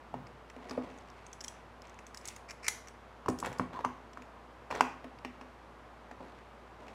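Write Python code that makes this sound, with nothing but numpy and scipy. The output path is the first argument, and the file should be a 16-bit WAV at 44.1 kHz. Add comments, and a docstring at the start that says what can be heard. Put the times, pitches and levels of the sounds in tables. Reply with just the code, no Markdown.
"""Wooden knocks and sharp steel clicks sound over the steady ventilation and mains hum of a small workshop.
Thin wooden bars are pushed into line: they clatter, and the workbench under them thuds. A small steel
bar clamp is picked up; its loose jaw rattles and slides along the rail to its stop. The clamp is set on
the bars, where it scrapes and squeaks, then it is knocked home and screwed tight. The room echoes briefly."""
import sys
import numpy as np
from scipy import signal
from scipy.fft import rfft, irfft, next_fast_len
from scipy.io import wavfile

SR = 44100
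rng = np.random.default_rng(int(sys.argv[2]) if len(sys.argv) > 2 else 0)


def put_to_file(sound):
    """Save the sound as 16-bit audio at rate SR, in the file named by the first command-line argument."""
    columns = np.atleast_2d(sound).T  # one column per channel
    safe = np.clip(columns, -1, 1)
    whole_steps = np.round(safe * 32767)
    wavfile.write(sys.argv[1], SR, whole_steps.astype(np.int16))


N = 306049
AGE = np.arange(SR // 2) / SR  # seconds since a blow
LOOSE_FROM_S, LOOSE_TO_S = 3.25, 3.9  # the clamp lies loose on the bars, free to ring

# the dull noise of wood when knocked or rubbed (frequency [Hz], level [dB])
WOOD_NOISE = [(60, -30), (130, -8), (250, 3), (480, -0.5), (720, 4.5), (1300, -12), (4000, -55)]
# the crack of two hard surfaces meeting (frequency [Hz], level [dB])
CRACK_NOISE = [(120, -47), (400, -2.5), (1100, 5.5), (2000, 10.5), (2800, 7.5), (3600, -7), (5500, -3),
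               (15000, -26)]


def wood_knocks():
    """Pushed bars give a short knock, then clatter; the heavy bench follows late. Rows: push, clatter."""
    # blows on the wood (time [s], level [dB], pitch [Hz], bench share [dB], crack share [dB])
    blows = [(0.1409, -25, 760, -9, -22), (0.5637, -41, 650, 2, -10.5), (0.7097, -33, 1080, 3.5, -18),
             (0.777, -22, 530, -3, -41), (3.26, -28, 1030, -7.5, -17.5), (3.283, -19, 1070, -8, -21),
             (3.2859, -22.5, 372, 2.5, -23), (3.427, -23.5, 1050, -17, -30), (3.449, -30.5, 1310, -16, -6),
             (3.5964, -17.5, 1133, -4.5, -21.5), (3.7905, -28.5, 880, -10, -17.5),
             (3.848, -16, 950, -12.5, -15.5), (4.173, -32, 1200, -10, -16), (4.7107, -25.5, 950, -12, -9.5),
             (4.725, -25.5, 910, -11, -30), (4.8076, -8, 927, -14, -15.5), (5.043, -35, 626, -0.5, -10),
             (5.2482, -30, 895, -4, -5.5), (5.412, -40, 900, -1, -6), (6.1123, -36, 703, -6.5, -10.5),
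             (6.8815, -48.5, 776, -12, 2)]
    # tones of the bars, the bench top and the frame under it (frequency [Hz], level [dB], ring time [s])
    bar_tones = [(656.6, -10, 0.04), (915, -15, 0.029), (1100, -8, 0.035), (1243, -0.5, 0.02),
                 (1850, -12, 0.02)]
    top_tones = [(254.2, -3, 0.15), (293, -8, 0.05), (329, -6.5, 0.12), (430, -12, 0.13)]
    frame_tones = [(118, 0, 0.11), (140, -5, 0.08), (186, 4, 0.09)]
    out = np.zeros((2, N))
    for start, db, hz, bench_db, crack_db in blows:
        swell = AGE * hz / 1.07  # softer contacts are lower and longer
        push = swell ** 2 * np.exp(2 * (1 - swell)) * np.sin(2 * np.pi * hz * AGE)
        bars = amp(7.0) * ring(bar_tones) * rise(0.11)
        top = (ring(top_tones) + amp(-13) * burst(WOOD_NOISE, ring_s=0.12)) * rise(0.0024)
        # the clamp dropping on the bars shakes the frame more than a push along them
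        frame_db = -4.5 if LOOSE_FROM_S < start < LOOSE_TO_S else -18
        frame = amp(frame_db) * ring(frame_tones) * rise(0.0082)
        crack = burst(CRACK_NOISE, ring_s=0.026) * rise(0.0018)
        clatter = bars + amp(bench_db) * (top + frame) + amp(crack_db) * crack
        add(out, start, amp(db) * np.array([push, clatter]))
    return out


def clamp_clicks():
    """Steel hits steel, bounces once and rings on as far as its support allows. Rows: ping, snap."""
    # hits of the jaw (time [s], level [dB], jaw pitch [Hz], rail share [dB])
    hits = [(0.269, -41.5, 4800, -3.5), (0.4999, -42, 5450, 3), (0.6955, -33, 5010, -3.5),
            (0.7103, -31.5, 4700, -15), (0.986, -44, 6250, -7), (1.266, -36.5, 6330, -12),
            (1.3305, -31, 6200, -18), (1.407, -29.5, 5400, -14), (1.4113, -29.5, 5550, -18),
            (1.44, -31, 6500, -13), (1.4449, -24.5, 5680, -15), (1.4815, -23, 5900, -20),
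            (1.9895, -43, 6000, 5), (2.067, -36.5, 6130, -9), (2.146, -33.5, 5400, -5),
            (2.1735, -30, 5220, -15), (2.255, -28.5, 6600, -21), (2.276, -28, 7750, -26),
            (2.285, -25, 6270, -12), (2.363, -33.5, 6750, -5.5), (2.5082, -31, 5370, -7),
            (2.6817, -12.5, 7120, -5.5), (2.6847, -29, 5540, -3), (2.873, -40.5, 5940, -2),
            (2.884, -37, 5930, -2), (3.286, -30, 5560, -23), (3.299, -35, 5700, -8),
            (3.388, -34, 5470, -10), (3.401, -31.5, 7500, -14), (3.46, -34, 7500, 5),
            (3.528, -40.5, 5800, 0), (3.5847, -36.5, 5100, -12), (4.133, -40, 5600, -6),
            (4.221, -51.5, 5200, 14.5), (4.752, -32.5, 6100, -3), (4.7742, -45, 7300, -2),
            (4.8079, -26, 5550, 11), (5.1875, -47, 4660, 2.5)]
    # the clamp picked up, held by its rail, lying loose, seated (bright edge [dB], ringing [dB])
    supports = [(-18.5, -27), (-11.5, -24), (-6, -17), (-19, -13)]
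    # tones of the free clamp and of the seated screw and jaw (frequency [Hz], level [dB], ring time [s])
    free_tones = [(5300, -4, 0.13), (6350, -3, .13), (7200, -3, .15), (7900, 2, 0.17), (9680, 0, 0.3)]
    seated_tones = [(2900, 0.18, .025), (4670, -2.2, .03), (5700, -2.2, 0.015)]
    turned_s = 1.7  # the clamp is turned over and held by its rail
    firm_hit_db, bounce_db = -20, -6.5
    out = np.zeros((2, N))
    for start, db, hz, rail_db in hits:
        edge_db, ring_db = supports[np.searchsorted([turned_s, LOOSE_FROM_S, LOOSE_TO_S], start)]
        edge_db = edge_db + 0.36 * (db - firm_hit_db)  # harder hits are brighter
        bounce_s = 0.0028 * rng.uniform(.85, 1.15)
        bounce_hz = hz * rng.uniform(.93, 1.07)
        add(out, start, amp(db) * steel_touch(hz, rail_db, edge_db))
        add(out, start + bounce_s, amp(db + bounce_db) * steel_touch(bounce_hz, rail_db, edge_db))
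        tones = seated_tones if start > LOOSE_TO_S else free_tones
        add(out[0], start, amp(db + ring_db) * ring(tones))
    return out


def steel_touch(hz, rail_db, edge_db):
    """One touch makes jaw and rail ping, with a noisy, bright-edged snap. Rows: ping, snap."""
    # tones of the jaw (frequency [times the jaw's pitch], level [dB], ring time [s])
    jaw_tones = [(.55, -7, 0.026), (1, 13.5, 0.0057), (1.35, 1, 0.0088)]
    # tones of the rail (frequency [Hz], level [dB], ring time [s])
    rail_tones = [(1400, -6, 0.0071), (1800, -4.5, 0.009), (2204, -3.5, 0.013)]
    # the bright edge of the snap (frequency [Hz], level [dB])
    edge_noise = [(1500, -18.5), (4000, -1.5), (6500, 5), (9500, -6), (12500, -6.5), (16000, -20)]
    ping = ring(np.multiply(jaw_tones, [hz, 1, 1])) + amp(rail_db) * ring(rail_tones)
    crack = amp(rail_db - 5.5) * burst(CRACK_NOISE, ring_s=0.013)
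    edge = amp(edge_db) * burst(edge_noise, ring_s=0.019)
    return np.array([ping, crack + edge]) * rise(0.00085)


def jaw_rattle():
    """The loose jaw ticks faintly at uneven moments while the clamp is turned in the hands."""
    # fingers turning the clamp over (start [s], length [s], level [dB])
    turns = [(0.849, .27, -50), (1.812, .12, -44.5), (2.201, .07, -40)]
    ticks_per_s, tick_hz, spread_db = 30, 5720, 7.5
    out = np.zeros(N)
    for start, length, db in turns:
        for k in range(round(length * ticks_per_s)):
            hz = tick_hz * np.exp(0.096 * rng.standard_normal())
            size = amp(db + spread_db * rng.standard_normal())
            when = start + (k + rng.random()) / ticks_per_s
            add(out, when, size * steel_touch(hz, rail_db=-16, edge_db=-20).sum(axis=0))
    return out


def jaw_squeak():
    """The pushed jaw sticks and slips unevenly; its pitch is highest mid-push and sags as it lets go."""
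    # pushes of the jaw up to the bars (start [s], length [s], level [dB])
    pushes = [(3.75, 0.029, -44), (3.842, 0.014, -33.5)]
    slip_hz, sag_hz_per_s = 1040, 4500
    out = np.zeros(N)
    for start, length, db in pushes:
        hz = slip_hz - sag_hz_per_s * np.abs(np.arange(N) / SR - start - length / 2)
        waver = wobble(below_hz=250)
        cycles = np.cumsum(hz * (1 + .05 * waver)) / SR
        tone = unit(amp(2 * waver) * np.sin(2 * np.pi * cycles))
        out += strokes([(start, length, db)], rise_s=0.011, fall_s=0.0098) * tone
    return out


def jaw_slide():
    """The jaw rubs along the rail, louder as it gathers speed."""
    # slides of the jaw (start [s], length [s], level at the end [dB])
    slides = [(2.485, 0.03, -48), (2.628, 0.061, -38)]
    # steel rubbing on steel (frequency [Hz], level [dB])
    slide_noise = [(710, -42), (1200, -13), (1670, -9.5), (2350, 0.5), (3270, -32), (5300, -10),
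                   (6400, -18), (8210, -20.5), (15000, -47)]
    loudness = strokes(slides, rise_s=0.0068, fall_s=0.0028, grow_db_per_s=220)
    return loudness * friction(slide_noise, slips_per_s=710, smooth=0.64, catch_db=4)


def clamp_scrape():
    """The clamp catches and lets go as it drags over the wood."""
    # drags of the clamp (start [s], length [s], level [dB])
    drags = [(.695, 0.018, -41), (3.435, 0.041, -41), (3.51, 0.13, -52), (3.73, 0.079, -47.5),
             (4.704, 0.099, -38.5)]
    # steel rubbing on wood (frequency [Hz], level [dB])
    drag_noise = [(88, -17), (230, -9.5), (850, -2), (1600, -13), (2900, -23), (3700, -23), (15000, -51)]
    loudness = strokes(drags, rise_s=0.0025, fall_s=0.013)
    return loudness * friction(drag_noise, slips_per_s=1200, smooth=0.94, catch_db=6)


def hand_rub():
    """Hands rub softly as they shift on the bars."""
    # moves of the hands (start [s], length [s], level [dB])
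    moves = [(.1, 0.18, -61.5), (.6, 0.094, -54), (.75, 0.15, -52), (4.17, 0.25, -61.5),
             (6.2, 0.016, -46.5), (6.79, 0.12, -55)]
    loudness = strokes(moves, rise_s=0.0059, fall_s=0.069)
    return loudness * friction(WOOD_NOISE, slips_per_s=240, smooth=0.98, catch_db=-2.0)


def apron_rustle():
    """Skin and apron brush past with a faint hiss."""
    # brushing moves (start [s], length [s], level [dB])
    moves = [(.6, 0.34, -63.5), (.95, 0.62, -69), (1.83, 0.083, -65), (2.22, 0.069, -58.5),
             (6.2, .2, -69.5), (6.8, 0.11, -67)]
    # skin and cloth rubbing (frequency [Hz], level [dB])
    brush_noise = [(500, -59), (2000, 20.5), (5000, 4), (8000, -1.5), (15000, -23)]
    loudness = strokes(moves, rise_s=0.022, fall_s=0.046)
    return loudness * friction(brush_noise, slips_per_s=570, smooth=0.88, catch_db=7.5)


def bar_shudder():
    """The bars shudder on the bench frame as weight shifts on them."""
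    # shifts of weight (start [s], length [s], level [dB])
    shifts = [(.12, 0.14, -55), (3.488, 0.012, -41)]
    # the low rumble of the shudder (frequency [Hz], level [dB])
    rumble = [(75, -27), (125, 22), (170, 16), (400, -36)]
    return strokes(shifts, rise_s=0.0077, fall_s=0.015) * coloured(rng.standard_normal(N), rumble)


def room_echo(sound, build_s):
    """The echo swells as reflections gather, and each frequency dies away at its own speed."""
    # how long the workshop rings (frequency [Hz], ring time [s])
    ring_times = [(100, 0.78), (500, 0.43), (2800, 0.47), (7000, 0.35), (15000, 0.31)]
    hz, t, bands = signal.stft(rng.standard_normal(len(AGE)), SR, nperseg=256)
    decay = np.exp(-np.log(1000) * t / value_at(ring_times, hz)[:, None])
    tail = signal.istft(bands * decay, SR)[1][:len(AGE)] * rise(build_s)
    return signal.fftconvolve(sound, tail / np.linalg.norm(tail))[:N]


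def ventilation_and_hum():
    """The ventilation gives a steady rush of air, and the mains adds two low tones."""
    # the rush of air and the tones of the hum (frequency [Hz], level [dB])
    air_noise = [(53, -38), (90, -3.5), (124, -5.5), (147, -9), (241, -5.5), (274, -9), (347, -6.5),
                 (532, -6), (1030, -5.5), (4150, -28), (13500, -46), (15000, -68)]
    hum_tones = [(58.7, -61), (240, -71.5)]
    air = amp(-54.5) * coloured(rng.standard_normal(N), air_noise)
    hum = sum(amp(db) * np.sqrt(2) * np.sin(2 * np.pi * hz * np.arange(N) / SR) for hz, db in hum_tones)
    return air + hum


def ring(tones):
    """Fading tones; each blow finds another spot and grip, which shift their pitch and level a little."""
    hz, db, ring_s = np.transpose(tones)
    hz = hz * (1 + .012 * rng.standard_normal(len(hz)))
    size = amp(db + 1.2 * rng.standard_normal(len(hz)))
    sign = (-1) ** np.arange(len(hz))  # neighbouring tones swing opposite ways
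    waves = fade(ring_s[:, None]) * np.sin(2 * np.pi * hz[:, None] * AGE)
    return (sign * size) @ waves / amp(db).sum()


def burst(spectrum, ring_s):
    """The brief noise of two surfaces meeting."""
    return coloured(rng.standard_normal(len(AGE)), spectrum) * fade(ring_s)


def friction(spectrum, slips_per_s, smooth, catch_db):
    """Tiny slips over smooth rubbing; the surfaces catch and let go in spurts."""
    slips = (rng.random(N) < slips_per_s / SR) * rng.standard_normal(N)
    spurts = amp(catch_db * np.tanh(wobble(below_hz=110)))
    rubbing = unit(slips) + smooth * rng.standard_normal(N)
    return coloured(rubbing * spurts, spectrum)


def strokes(rows, rise_s, fall_s, grow_db_per_s=0):
    """Loudness over time: each stroke sets in, holds or grows until its end, then dies away."""
    t, gain = np.arange(N) / SR, np.zeros(N)
    for start, length, db in rows:
        onset = np.clip((t - start) / rise_s + .5, 0, 1)
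        left_s = start + length - t
        level = amp(db - grow_db_per_s * np.clip(left_s, 0, length))
        gain += onset * level * np.exp(np.minimum(left_s, 0) / fall_s)
    return gain


def fade(ring_s):
    """Dying away after a blow: 60 dB quieter once the ring time has passed."""
    return np.exp(-np.log(1000) * AGE / ring_s)


def rise(seconds):
    """Growing from silence to almost full strength in the given time."""
    return 1 - fade(seconds)


def wobble(below_hz):
    """A random wavering made of low frequencies only."""
    return unit(filtered(rng.standard_normal(N), lambda hz: hz < below_hz))


def coloured(sound, spectrum):
    """Shape a sound's lows and highs by a table, then scale it to strength 1."""
    return unit(filtered(sound, lambda hz: amp(value_at(spectrum, hz))))


def filtered(sound, gain):
    """Turn each frequency up or down by gain(hz)."""
    size = next_fast_len(len(sound) + SR // 4)
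    hz = np.fft.rfftfreq(size, 1 / SR)
    return irfft(rfft(sound, size) * gain(hz), size)[:len(sound)]


def value_at(points, hz):
    """Read between the rows of a (frequency, value) table, on a log frequency scale."""
    frequencies, values = np.transpose(points)
    return np.interp(np.log(hz + 1), np.log(frequencies + 1), values)


def add(track, start, sound):
    """Mix a sound into a track, beginning at start seconds."""
    part = track[..., max(round(start * SR), 0):][..., :sound.shape[-1]]
    part += sound[..., :part.shape[-1]]


def amp(db):
    """Turn decibels into a multiplier."""
    return 10 ** (np.asarray(db) / 20)


def unit(sound):
    """Scale to an average strength (rms) of 1."""
    return sound / np.sqrt(np.mean(sound ** 2) + 1e-20)


def scene():
    """Wood and steel close by, with the room behind them."""
    background = ventilation_and_hum()
    push, clatter = wood_knocks()
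    ping, snap = clamp_clicks()
    steel = ping + jaw_squeak() + jaw_slide()
    clatter = clatter + clamp_scrape() + hand_rub() + apron_rustle() + bar_shudder()
    # push, ping, squeak and slide carry less into the room than clatter and snap
    wood_echo = amp(-6.5) * room_echo(amp(-5.5) * push + clatter, build_s=0.0024)
    steel_echo = amp(-8.5) * room_echo(amp(-7) * steel + snap, build_s=0.0134)
    return (push + clatter + steel + snap + jaw_rattle() + wood_echo + steel_echo + background)[None]


def record(dry):
    """Cut away the deepest bass and the very highest treble."""
    bass_cut = signal.butter(4, 42, "highpass", fs=SR, output="sos")
    return filtered(signal.sosfilt(bass_cut, dry[0]), lambda hz: hz < 16200)[None]


dry = scene()
out = record(dry)
put_to_file(out)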